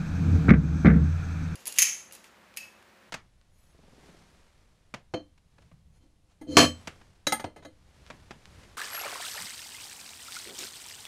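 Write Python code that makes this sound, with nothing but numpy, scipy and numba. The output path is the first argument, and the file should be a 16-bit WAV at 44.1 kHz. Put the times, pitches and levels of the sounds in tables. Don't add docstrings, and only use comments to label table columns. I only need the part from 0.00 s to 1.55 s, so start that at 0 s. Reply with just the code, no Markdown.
import sys
import numpy as np
from scipy import signal
from scipy.fft import rfft, irfft
from scipy.io import wavfile
from scipy.ndimage import uniform_filter1d
from numba import njit

SR = 44100
rng = np.random.default_rng(int(sys.argv[2]) if len(sys.argv) > 2 else 0)


def wrap_up_sound(samples):
    columns = np.atleast_2d(samples).T
    tamed = np.clip(columns, -1, 1)
    steps = np.round(tamed * 32767).astype(np.int16)
    wavfile.write(sys.argv[1], SR, steps)


N = 68355

# start in seconds, thud in dB, clack in dB, contact cutoff in Hz.
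PLANK_KNOCKS = [(0.4829, -34.5, 0, 1550), (0.4876, -8.5, -24, 2520), (0.4917, -36, -2.5, 5120),
                (0.495, -23, -21.5, 8000), (0.5051, -6.5, -4, 9000), (0.5100, 2.5, -25, 2980),
                (0.5182, -12.5, -3, 3020), (0.5369, -2.5, -2.5, 3220), (0.5537, -23, -34, 2030),
                (0.8468, -7, -3, 1600), (0.8557, -6, -4.5, 3900), (0.8596, -49, -10, 8100),
                (0.868, -12.5, -5.5, 4900), (0.8740, 2, -19.5, 3000), (0.8820, -46, -3.5, 2980),
                (0.9006, -9.5, -5.5, 3040), (0.9150, -6.5, -19, 2480), (0.9367, -33.5, -22, 3950),
                (0.942, -19.5, -18.5, 3080), (0.9563, -13, -40, 1500), (0.9613, -46, -20, 2470),
                (0.984, -31, -32, 1520)]
# start in seconds, jolt of the span in dB, tyre slap in dB.
AXLE_ARRIVALS = [(0.4840, -7.5, -10), (0.8470, -5.5, -4)]

# frequency in Hz, relative level in dB, 60 dB decay time in seconds.
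PLANK_LOW_MODES = [(142.2, -20, 0.9), (189.4, -6, .15), (207.7, -6.5, 0.14), (272, -26.5, 0.14),
                   (297, -33.5, 0.32), (346, -34, 0.1), (417, -35.5, 0.21), (464.7, -23.5, 0.22),
                   (514, -33.5, .13), (526, -34.5, 0.059), (642, -32, 0.13)]
CLACK_RING_MODES = [(1204, -26, 0.084), (1377, -41, 0.17), (1562, -32, .18), (1726, -27.5, 0.085),
                    (1920, -35, 0.072), (2010, -32, .14), (2200, -49, 0.18), (4170, -47, .1)]
CONTACT_MODES = [(1480, -9, .011), (1900, -10, .01), (2170, -3, .011)]
TYRE_SLAP_MODES = [(280.6, 3, 0.081), (339.5, -7, 0.11)]

# time in seconds, deep drone frequency in Hz,
# deep drone level in dB, upper drone level in dB, rumble level in dB.
DECK_RESPONSE = [(0, 78.1, -50.5, -28.5, -34.5), (0.121, 84.45, -31, -39.5, -38),
                 (0.241, 86.8, -29.5, -27.5, -27.5), (0.281, 86.1, -22, -29.5, -28.5),
                 (.36, 85.6, -17, -33.5, -23.5), (.40, 81.2, -32, -22.5, -31.5),
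                 (.47, 70.5, -32.5, -28.5, -25), (.52, 68.5, -14, -11, -18),
                 (0.621, 67.96, -23, -29.5, -24), (0.758, 80, -25.5, -26.5, -30),
                 (.83, 74.63, -36.5, -31, -31.5), (0.892, 68.4, -14, -10.5, -32),
                 (.96, 67.2, -18, -17.5, -18.5), (1.05, 76.34, -21.5, -27.5, -28),
                 (1.148, 83.8, -24.5, -38, -45.5), (1.222, 86.75, -33, -39.5, -40.5),
                 (1.44, 87.5, -31, -35.5, -38), (1.55, 88, -34.5, -37, -39.5)]
# time in seconds, level in dB.
SIZZLE_ENVELOPE = [(0, -63.5), (.55, -63.5), (.68, -61.5), (1.051, -60), (1.2, -65.5), (1.55, -63)]

# frequency in Hz, relative level in dB.
RATTLE_SPECTRUM = [(300, 7.5), (600, 1), (950, -8), (1300, 5.5), (2200, 5), (2500, -5), (2800, -14),
                   (4000, -11.5), (4400, -20.5), (6000, -22), (8000, -49.5), (15000, -67)]
TIMBER_SPECTRUM = [(50, -60.5), (100, 4.5), (140, -22), (230, 0.5), (320, -5.5), (450, -14.5), (700, -28),
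                   (1100, -39.5), (4000, -79)]
RUMBLE_SPECTRUM = [(20, -38.5), (34, -14.5), (45, -9), (68, 4), (90, -29), (115, 4.5), (143, -1.5),
                   (190, 4), (230, -6), (268, 0), (295, -8), (330, -8), (385, -28), (425, -27.5),
                   (455, -11.5), (490, -25), (700, -36), (1500, -30), (4000, -74.5)]
TREAD_SPECTRUM = [(300, -6), (700, 14.5), (1500, 2.5), (2000, -8), (3500, -2.5), (7000, -7), (9500, -22),
                  (13000, -20.5), (16000, -40)]
AIR_SPECTRUM = [(25, 20.5), (200, 8), (400, -0.5), (750, -2), (1050, -4.5), (1400, 6.5), (1650, 4),
                (1950, -7), (2480, 1.5), (2850, -14), (3800, -9.5), (5000, -16.5), (6500, -18.5),
                (8000, -20.5), (9300, -28), (12000, -27.5), (14500, -42), (16000, -25.5)]
SIZZLE_SPECTRUM = [(3000, -33.5), (5900, -1.5), (6450, 2.5), (6950, -30.5), (7500, -11.5), (8050, -7.5),
                   (8700, -26), (15000, -54.5)]

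TIME = np.arange(N) / SR


def loose_plank():
    starts, thud_db = np.array(PLANK_KNOCKS).T[:2]
    thud = soft_contact(ring(PLANK_LOW_MODES) * rise(0.00067), cutoff_hz=820)
    thuds = strike(starts, thud_db, thud)
    timber_energy = strike(starts, 2 * thud_db, decay(t60=0.19) ** 2)
    timber = undb(-15) * colour(noise() * np.sqrt(timber_energy), TIMBER_SPECTRUM)
    clack = soft_contact(ring(CONTACT_MODES + CLACK_RING_MODES) * rise(0.00097), cutoff_hz=2220)
    rattle = undb(-17) * colour(noise(), RATTLE_SPECTRUM)
    burst = rise(0.0005) * decay(t60=0.075)
    clacks = np.zeros(N)
    for start, _, db, contact_hz in PLANK_KNOCKS:
        impact = strike([start], [db], clack) + rattle * strike([start], [db], burst)
        clacks += soft_contact(impact, contact_hz)
    return radiate(thuds + timber + clacks)


def axle_jolts():
    starts, jolt_db, slap_db = np.array(AXLE_ARRIVALS).T
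    span_hz, span_t60 = 84, 0.073
    jolts = strike(starts, jolt_db, ring([(span_hz, 0, span_t60)]))
    slaps = strike(starts, slap_db, ring(TYRE_SLAP_MODES) * rise(0.011))
    return radiate(soft_contact(jolts + slaps, cutoff_hz=583))


def deck():
    times, *columns = np.array(DECK_RESPONSE).T
    deep_hz, deep_db, upper_db, rumble_db = (np.interp(TIME, times, column) for column in columns)
    deep = undb(deep_db) * drone(deep_hz, drift_rate_hz=6.8, waver_rate_hz=25.32)
    upper = undb(upper_db) * drone(159.74, drift_rate_hz=25.42, waver_rate_hz=33.89)
    return deep + upper + undb(rumble_db) * colour(noise(), RUMBLE_SPECTRUM)


def drone(hz, drift_rate_hz, waver_rate_hz):
    drift_share, waver_db = 0.0205, 1.1
    cycles = np.cumsum(hz * (1 + drift_share * wander(drift_rate_hz))) / SR
    return np.sqrt(2) * np.sin(2 * np.pi * cycles) * undb(waver_db * wander(waver_rate_hz))


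def tread_hiss():
    speed_m_s, nearest_s, nearest_m = 6.8, 0.47, 2.3
    distance_m = np.hypot(speed_m_s * (TIME - nearest_s), nearest_m)
    return undb(-50) * nearest_m / distance_m * colour(noise(), TREAD_SPECTRUM)


def air():
    sizzle_db = np.interp(TIME, *np.array(SIZZLE_ENVELOPE).T) + 2.7 * wander(rate_hz=30)
    hiss = undb(-42) * colour(noise(), AIR_SPECTRUM)
    return hiss + undb(sizzle_db) * colour(noise(), SIZZLE_SPECTRUM)


def ring(modes):
    return sum(undb(db) * decay(t60) * np.sin(2 * np.pi * hz * TIME) for hz, db, t60 in modes)


def strike(starts, levels_db, response):
    out = np.zeros(N)
    for start, db in zip(starts, levels_db):
        i = int(start * SR)
        out[i:] += undb(db) * response[:N - i]
    return out


def soft_contact(x, cutoff_hz):
    return signal.sosfilt(signal.butter(4, cutoff_hz, fs=SR, output="sos"), x)


def radiate(x, cutoff_hz=52):
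    return signal.sosfilt(signal.butter(6, cutoff_hz, "high", fs=SR, output="sos"), x)


def colour(x, spectrum):
    size = 2 * N
    hz, db = np.array(spectrum).T
    bin_hz = np.maximum(np.arange(N + 1) * SR / size, 1)
    gain = undb(np.interp(np.log(bin_hz), np.log(hz), db))
    cepstrum = irfft(np.log(gain / np.sqrt(np.mean(gain ** 2))))
    cepstrum[1:N] *= 2
    cepstrum[N + 1:] = 0
    return irfft(rfft(x, size) * np.exp(rfft(cepstrum)))[:N]


def noise():
    return rng.standard_normal(N)


def wander(rate_hz):
    hold = int(SR / rate_hz)
    steps = np.repeat(rng.standard_normal(200), hold)[:N]
    smooth = uniform_filter1d(uniform_filter1d(steps, hold), hold)
    return (smooth - smooth.mean()) / smooth.std()


def rise(seconds):
    return 1 - np.exp(-TIME / seconds)


def decay(t60):
    return np.exp(-np.minimum(np.log(1000) * TIME / t60, 60))


def undb(db):
    return 10 ** (np.asarray(db) / 20)


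def scene():
    return (deck() + axle_jolts() + loose_plank() + tread_hiss() + air())[None]


@njit
def follow(x, attack_s, release_s):
    out, level = np.empty(len(x)), 0.
    for i in range(len(x)):
        level += (x[i] - level) / (SR * (attack_s if x[i] > level else release_s))
        out[i] = level
    return out


def record(dry):
    threshold_db, look_ahead_s, knee, top_hz = -7, 0.003, 0.75, 15300
    level = follow(np.abs(dry[0]), attack_s=0.005, release_s=0.36)
    coming_level = np.interp(TIME + look_ahead_s, TIME, level)
    ducked = dry / np.maximum(coming_level / undb(threshold_db), 1)
    body = np.clip(ducked, -knee, knee)
    rounded = body + (1 - knee) * np.tanh((ducked - body) / (1 - knee))
    return signal.sosfilt(signal.ellip(8, .2, 70, top_hz, fs=SR, output="sos"), rounded)


dry = scene()
out = record(dry)
wrap_up_sound(out)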